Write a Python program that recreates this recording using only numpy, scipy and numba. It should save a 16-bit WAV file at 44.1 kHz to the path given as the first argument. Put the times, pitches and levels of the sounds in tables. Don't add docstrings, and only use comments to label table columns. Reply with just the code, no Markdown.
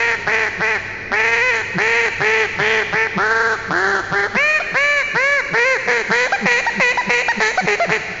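import sys
import numpy as np
from scipy import signal
from scipy.fft import rfft, irfft
from scipy.io import wavfile
from scipy.ndimage import uniform_filter1d
from numba import njit

SR = 44100
rng = np.random.default_rng(int(sys.argv[2]) if len(sys.argv) > 2 else 0)


def ratio_of_db(decibels):
    return 10 ** (np.asarray(decibels, float) / 20)


def store_wav(level_fs):
    pcm = np.round(np.clip(np.atleast_2d(level_fs), -1, 1) * 32767)
    wavfile.write(sys.argv[1], SR, pcm.T.astype(np.int16))


N = 361619


def rms_one(x):
    return x / np.sqrt(np.mean(x ** 2) + 1e-20)


def at_hz(points, hz, column=1):
    points = np.array(points)
    return np.interp(np.log(hz), np.log(points[:, 0]), points[:, column])


def resonance(x, hz, width_hz):
    r = np.exp(-np.pi * width_hz / SR)
    return signal.lfilter([(1 - r * r) / 2, 0, (r * r - 1) / 2], [1, -2 * r * np.cos(2 * np.pi * hz / SR), r * r], x)


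@njit
def moving_resonance(x, cosine, r):
    y = np.zeros(len(x))
    for i in range(2, len(x)):
        drive = (1 - 2 * r * cosine[i] + r * r) * x[i]
        y[i] = drive + 2 * r * cosine[i] * y[i - 1] - r * r * y[i - 2]
    return y


def drift(hz):
    return rms_one(resonance(resonance(rng.standard_normal(N), hz, hz), hz, hz))


def blowing(attack_s=0.007, release_s=0.011, opening_s=0.02, closed=0.69, closing=0.1):
    # start in seconds, length in seconds, slaps per second at the start in Hz, held in Hz, at the end in Hz.
    honks = [(-0.1, 0.252, 420, 467.2, 442.3), (0.271, 0.212, 383.5, 451.3, 409.4),
             (0.607, 0.165, 384.9, 452.1, 385), (1.122, 0.493, 391.1, 469.3, 422.4),
             (1.779, 0.308, 347.3, 467.7, 403.8), (2.21, 0.246, 387.1, 446, 407),
             (2.591, 0.236, 378.8, 448, 403.4), (2.932, 0.136, 395, 449.4, 442.4),
             (3.175, 0.379, 328.8, 456, 410.9), (3.706, 0.298, 289.1, 412.8, 365.2),
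             (4.125, 0.142, 388.1, 400.9, 431.6), (4.354, 0.236, 448.5, 621.2, 591.3),
             (4.748, 0.274, 470.4, 583.8, 515.6), (5.152, 0.254, 423.6, 587.9, 487),
             (5.536, 0.232, 415.9, 482.8, 416.6), (5.879, 0.14, 489.5, 487, 413.1),
             (6.108, 0.164, 418.5, 500, 596.6), (6.462, 0.142, 529.6, 473.5, 561.3),
             (6.803, 0.12, 598.1, 482.9, 530.3), (7.099, 0.12, 498.3, 478.6, 528.3),
             (7.407, 0.106, 449.2, 427.6, 494.7), (7.676, 0.076, 439.7, 407.6, 412.6),
             (7.898, 0.074, 367, 441.2, 425)]
    # level in dB, cupped-hand resonance in Hz, lowest partial in dB over the level,
    # unevenness of slap pairs (0-1), rasp (0-1).
    blows = [(-11.5, 1800, -21, .45, 1), (-11.5, 1830, -17.5, 0.7, 0.8), (-12.5, 1830, -17.5, .8, 0.1),
             (-11, 1828, -17.5, 0.5, 0.6), (-10.5, 1864, -14, .4, 1), (-11, 1854, -10.5, 0.38, 1),
             (-11.5, 1804, -11.5, 0.7, .8), (-12.5, 1806, -15, 0.33, 1.01), (-12, 1488, -15, 0.7, 0.3),
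             (-11.5, 1518, -13, .6, 1), (-13, 1614, -12, 0.4, 0.5), (-9.5, 1983, -37.5, .05, 1),
             (-9.5, 1890, -34.5, .1, .05), (-10, 1780, -19, 0, 0.2), (-10, 1790, -12, .2, 0.96),
             (-10, 1740, -12, 0.4, 1), (-8, 1764, -15.5, .25, 1), (-7, 1880, -20, 0.2, 1.01),
             (-7, 1920, -20, .05, 0.5), (-7.5, 1980, -17.5, 0.22, 0.7), (-5, 1755, -19, 0.19, 0.2),
             (-9, 1880, -10.5, 0.2, 1.01), (-9, 1980, -12.5, 0.7, 1)]
    glides = [(.17, 0.0828), (.12, 0.22), (.12, .2), (.17, .1), (.15, .07), (.17, .1), (.2, .12),
              (0.19, 0.1058), (.14, .07), (.3, .12), (.1, 0.0797), (.2, 0.0503), (.13, .1), (.26, .1),
              (0.16, 0.082), (0.033, .25), (.25, .06), (0.17, .12), (.15, 0.12), (0.15, .12), (.17, .15),
              (.25, 0.078), (0.1, 0.3)]
    # start in seconds, length in seconds, held pitch in Hz, level in dB, lowest partial in dB over the level.
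    clucks = [
        (4.604, 0.01, 720, -17.5, -18.5),
        (6.327, 0.032, 798.7, -10.5, -19),
        (6.67, 0.026, 935, -13.5, -13),
        (6.979, 0.032, 991.3, -14.5, -8),
        (7.289, 0.03, 938.5, -9, -25.5),
        (7.58, 0.026, 755.5, -10.5, -11.5),
        (7.804, 0.048, 691, -14.5, -3.5),
    ]
    droops = [.9, 1, 0.98, 0.92, 0.93, 0.96, .83]
    # centre in seconds, half length in seconds, pitch ratio.
    squeals = [
        (1.465, 0.045, 1.09),
        (5.699, 0.055, 1.1),
    ]
    cluck_start, cluck_cup_hz, cluck_uneven, cluck_rasp = 0.98, 1923, 0.093, 0.5
    cluck_rise, cluck_sag = 0.17, 0.1
    accent_db_per_octave, tiring_db = 5.5, -4
    catch_uneven, catch_s, end_uneven = 1, 0.019, 0.17
    bend_up, bend_down, bend_cluck = 1.45, 0.89, 0.68
    waver_hz, waver_pitch, waver_uneven, waver_db = 14, 0.013, 0.3, 0.8

    t = np.arange(N) / SR
    rows = [(*honk, *blow, *glide, 0) for honk, blow, glide in zip(honks, blows, glides)]
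    for (s, length, hz, db, low_db), droop in zip(clucks, droops):
        rows.append((s, length, cluck_start * hz, hz, droop * hz,
                     db, cluck_cup_hz, low_db, cluck_uneven, cluck_rasp, cluck_rise, cluck_sag, 1))
    rows = np.array(sorted(rows))
    latest = np.maximum(np.searchsorted(rows[:, 0] - 2 * attack_s, t) - 1, 0)
    (start, length, first_hz, held_hz, last_hz,
     level_db, cup, low_db, uneven, rasp, rise, sag, cluck) = rows[latest].T
    since = t - start + attack_s
    left = start + length - t
    settling = np.exp(-np.maximum(t - start, 0) / (rise * length))
    leaving = np.exp(-np.maximum(left, 0) / (sag * length))

    jump, clean = 0, 0
    for s, half_s, ratio in squeals:
        jump = jump + np.exp(-((t - s) / half_s) ** 6) * (ratio - 1)
        clean = clean + np.exp(-((t - s) / half_s / 1.3) ** 4)
    uneven = uneven * (1 - clean)

    rate = held_hz + (first_hz - held_hz) * settling + (last_hz - held_hz) * leaving
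    rate = rate * (1 + jump + waver_pitch * uneven * drift(waver_hz))
    bend_in, bend_out = [np.where(cluck, bend_cluck, np.where(hz > held_hz, bend_up, bend_down))
                         for hz in (first_hz, last_hz)]
    onset_bend = (bend_in - 1) * np.clip(1 - since / attack_s, 0, 1)
    end_bend = (bend_out - 1) * np.clip(-2 * left / release_s, 0, 1)
    rate = rate * (1 + onset_bend + end_bend)

    level_db = level_db + accent_db_per_octave * np.log2(first_hz / held_hz) * settling
    level_db = level_db + tiring_db * leaving + waver_db * drift(waver_hz)
    level_db = level_db + np.interp(since * (1 + 2 * cluck), [-attack_s, 0, 0.003, 2 * attack_s], [-59, -35, -5, 0])
    level_db = level_db + np.interp(-left, release_s * np.array([0, 0.5, 1, 2]), [0.5, -4, -19.5, -55])

    limp = catch_uneven * np.exp(-np.abs(since) / catch_s) + end_uneven * leaving
    uneven = uneven * (1 + waver_uneven * drift(waver_hz)) + limp * (1 - cluck)
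    uneven = np.clip(1.396 * uneven - 0.1, 0, 1)

    rising = first_hz < held_hz
    cup = cup * (1 - rising * (1 - closed) * np.exp(-np.abs(since) / opening_s) - rising * closing * leaving)
    low_db = low_db - 12 * rising * (1 - cluck) * np.exp(-(since / catch_s) ** 2)
    rate, cup = uniform_filter1d(rate, size=200), uniform_filter1d(cup, size=300)
    return rate, level_db, uneven, low_db, cup, np.clip(rasp, 0, 1), since


def reed_slaps(cycles, uneven, rasp, since, shift=0.11, weak=0.42, catch_s=0.02):
    whole = np.arange(1, int(cycles[-1]) - 1)
    at = np.interp(whole, cycles, np.arange(N)).astype(int)
    chance = rng.standard_normal((5000, 2))[:len(whole)]
    second = whole % 2
    late = second * shift * uneven[at] + (0.004 + 0.035 * rasp[at] * uneven[at]) * chance[:, 0]
    size = 1 - second * uneven[at] * (weak + (1 - weak) * np.exp(-(since[at] / catch_s) ** 2))
    size = size * ratio_of_db((0.3 + 3 * rasp[at] * uneven[at]) * chance[:, 1])
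    place = np.interp(whole + late, cycles, np.arange(N))
    index, clicks = place.astype(int), np.zeros(N + 1)
    np.add.at(clicks, index, size * (1 + index - place))
    np.add.at(clicks, index + 1, size * (place - index))
    return clicks[:N]


def call(lower=1.014, upper=1.384, body_db=12):
    # centre in Hz, width in Hz, level in dB.
    barrel = [(3150, 900, -32), (3980, 800, -25), (5250, 1200, -36.5), (7310, 690, -6)]
    # time in seconds, barrel ring in dB, extra on upper modes in dB.
    uncovered = [(0, -0.5, -8), (1, -7.5, -6), (1.702, 1.5, -5.5), (2.148, 0.5, -6), (2.701, 8.5, -18),
                 (3.098, -20.5, 5), (3.6, -7, -2.5), (4.3, -1, -8.5), (4.502, -8, 5.5), (5.002, -15.5, 11),
                 (5.498, -12, 5), (6.102, 6, -7), (6.601, -0.5, 2.5), (7.099, 5.5, -3.5), (7.598, 5.5, 0.5),
                 (8.2, -2, -6.5)]
    rate, level_db, uneven, low_db, cup, rasp, since = blowing()
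    flutter = rms_one(resonance(rng.standard_normal(N), 34.9, 30))
    cycles = np.cumsum(rate * (1 + 0.016 * uneven * flutter)) / SR
    puffs = rng.standard_normal(N) * (1 + np.cos(2 * np.pi * cycles)) * (0.06 + uneven)
    slaps = reed_slaps(cycles, uneven, rasp, since)

    thin = signal.butter(1, 700, "high", fs=SR, output="sos")
    ring = signal.sosfilt(thin, slaps + ratio_of_db(-42) * puffs)
    upper_share = upper * np.minimum(cup / 1800, 1) ** 0.75 * np.minimum(1800 / cup, 1) ** 0.69
    for share, width_hz in ((lower, 330), (upper_share, 420)):
        ring = moving_resonance(ring, np.cos(2 * np.pi * share * cup / SR), np.exp(-np.pi * width_hz / SR))

    tube_db = body_db + 13 * np.exp(-np.abs(since) / 0.017)
    ring = ring + ratio_of_db(tube_db) * resonance(slaps, 720, 490)

    airy = 1.27 * slaps + ratio_of_db(-20.5) * puffs * (1 + 0.45 / (0.072 + uneven))
    s, barrel_db, upper_db = np.transpose(uncovered)
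    for hz, width, db in barrel:
        open_db = np.interp(np.arange(N) / SR, s, barrel_db + upper_db * (hz > barrel[0][0]))
        open_db = open_db - 14 * np.exp(-np.abs(since) / 0.031)
        ring = ring + ratio_of_db(db + 27.5 + open_db) * resonance(resonance(airy, hz, width), hz, width)

    ring = ring / np.sqrt(uniform_filter1d(ring ** 2, size=900) + 1e-12)
    lowest = np.sqrt(2) * ratio_of_db(low_db + 3.0) * np.cos(2 * np.pi * cycles - 0.4)
    lowest = lowest * (1 + 0.49 * uneven * np.cos(np.pi * cycles))
    return ratio_of_db(level_db - 4.17) * (ring + lowest), level_db


def hall(x, delay_s=0.03):
    # frequency in Hz, time to decay 60 dB in seconds, level in dB.
    decay = [(150, 0.78, -0.5), (500, 3.08, -2), (1220, 2.03, 1.5), (1760, 6.3, -3.5), (2200, 4.2, 1.5),
             (3230, 1.8, 8.5), (4640, 4.76, 1), (8015, 0.32, 12)]
    t, edges, echo = np.arange(3 * SR) / SR, np.geomspace(100, 9000, num=12), 0
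    white = rng.standard_normal((2, len(t)))
    for k, (low, high) in enumerate(zip(edges, edges[1:])):
        hz = np.sqrt(low * high)
        band = signal.sosfilt(signal.butter(2, [low, high], "band", fs=SR, output="sos"), white[k % 2])
        echo = echo + band * ratio_of_db(at_hz(decay, hz, column=2) - 60 * t / at_hz(decay, hz))
    echo = echo * np.clip(t / delay_s - 1, 0, 1)
    return rms_one(irfft(rfft(x) * rfft(echo, N), N))


def room_floor(floor_db=-51, stop_s=4.33, after_db=-16, air_after_db=-1.5):
    # frequency in Hz, ventilation level in dB per Hz.
    spectrum = [(25, 1), (60, -3.5), (140, -2), (220, -7), (400, 0), (1000, -16.5), (3000, -39.5),
                (7500, -57)]
    # hum frequency in Hz, level in dB rms.
    hum_lines = [(99.5, -56), (199, -62.5)]
    hz, t = np.arange(N // 2 + 1) * SR / N + 1, np.arange(N) / SR
    air = rms_one(irfft(rfft(rng.standard_normal(N)) * ratio_of_db(at_hz(spectrum, hz)), N))
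    hum = sum(np.sqrt(2) * ratio_of_db(db) * np.sin(2 * np.pi * line_hz * t) for line_hz, db in hum_lines)
    off = np.clip((t - stop_s) / 0.18, 0, 1)
    return ratio_of_db(floor_db + air_after_db * off) * air + ratio_of_db(after_db * off) * hum


def gain_control(level_db):
    gain_db = 0
    for release_db_s, most_db in ((400, 11), (20, 8)):
        climb = release_db_s * np.arange(N) / SR
        held_db = np.maximum.accumulate(np.minimum(level_db, -19) + climb) - climb
        gain_db = gain_db + np.clip(-11 - held_db, 0, most_db)
    return ratio_of_db(uniform_filter1d(gain_db, size=300))


def reed_swings(fade_s=0.007, fall=0.1, lead_s=0.02):
    # time in seconds, peak level in dB, frequency in Hz, build-up in seconds.
    swings = [(0.261, -29, 169, 0.022), (0.589, -24, 186.4, 0.018), (1.115, -25.5, 237, 0.0047),
              (1.757, -16.5, 185.6, 0.017), (2.198, -24.5, 159, 0.022), (2.581, -24.5, 170.7, 0.034),
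              (2.927, -23.5, 181.4, 0.019), (3.166, -16, 194.5, 0.011), (3.694, -22, 188.8, 0.025),
              (4.12, -20.5, 167.6, 0.0069), (4.352, -17.5, 209.7, 0.0099), (4.728, -27, 176, 0.017),
              (5.142, -24.5, 180, 0.019), (5.521, -23.5, 174, 0.016), (5.867, -31, 201.6, 0.025),
              (6.099, -18, 200, 0.013), (6.428, -16.5, 218, 0.031), (6.774, -18.5, 206.6, 0.023),
              (7.077, -19.5, 200, 0.0097), (7.374, -20, 216.5, 0.015), (7.626, -19.5, 199, 0.026),
              (7.881, -20.5, 184.5, 0.025), (8.098, -30, 192.5, 0.02)]
    out = np.zeros(N)
    t = np.arange(-lead_s, 0.09, 1 / SR)
    for s, db, hz, build_s in swings:
        shape = np.exp(-((t - build_s) / np.where(t < build_s, build_s + 0.0047, fade_s)) ** 2)
        phase = 2 * np.pi * np.cumsum(hz * (1 - fall * t / 0.019)) / SR
        start = round((s - lead_s) * SR)
        out[start:start + len(t)] += ratio_of_db(db) * shape * (np.sin(phase) + 0.38 * np.cos(2 * phase))
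    return out


def scene():
    notes, level_db = call()
    near = notes + reed_swings()
    echo = ratio_of_db(-10 - 33) * hall(np.tanh(near / 0.85))
    background = echo + ratio_of_db(-6.5) * room_floor()
    return (near + gain_control(level_db) * background)[None]


def low_pass(x):
    return signal.sosfilt(signal.butter(12, 8070, fs=SR, output="sos"), x)


def record(dry):
    soft = 0.62 * np.tanh(dry / 0.55)
    top_cut = signal.cheby2(10, 60, 7763, fs=SR, output="sos")
    return low_pass(signal.sosfilt(top_cut, soft))


dry = scene()
out = record(dry)
store_wav(out)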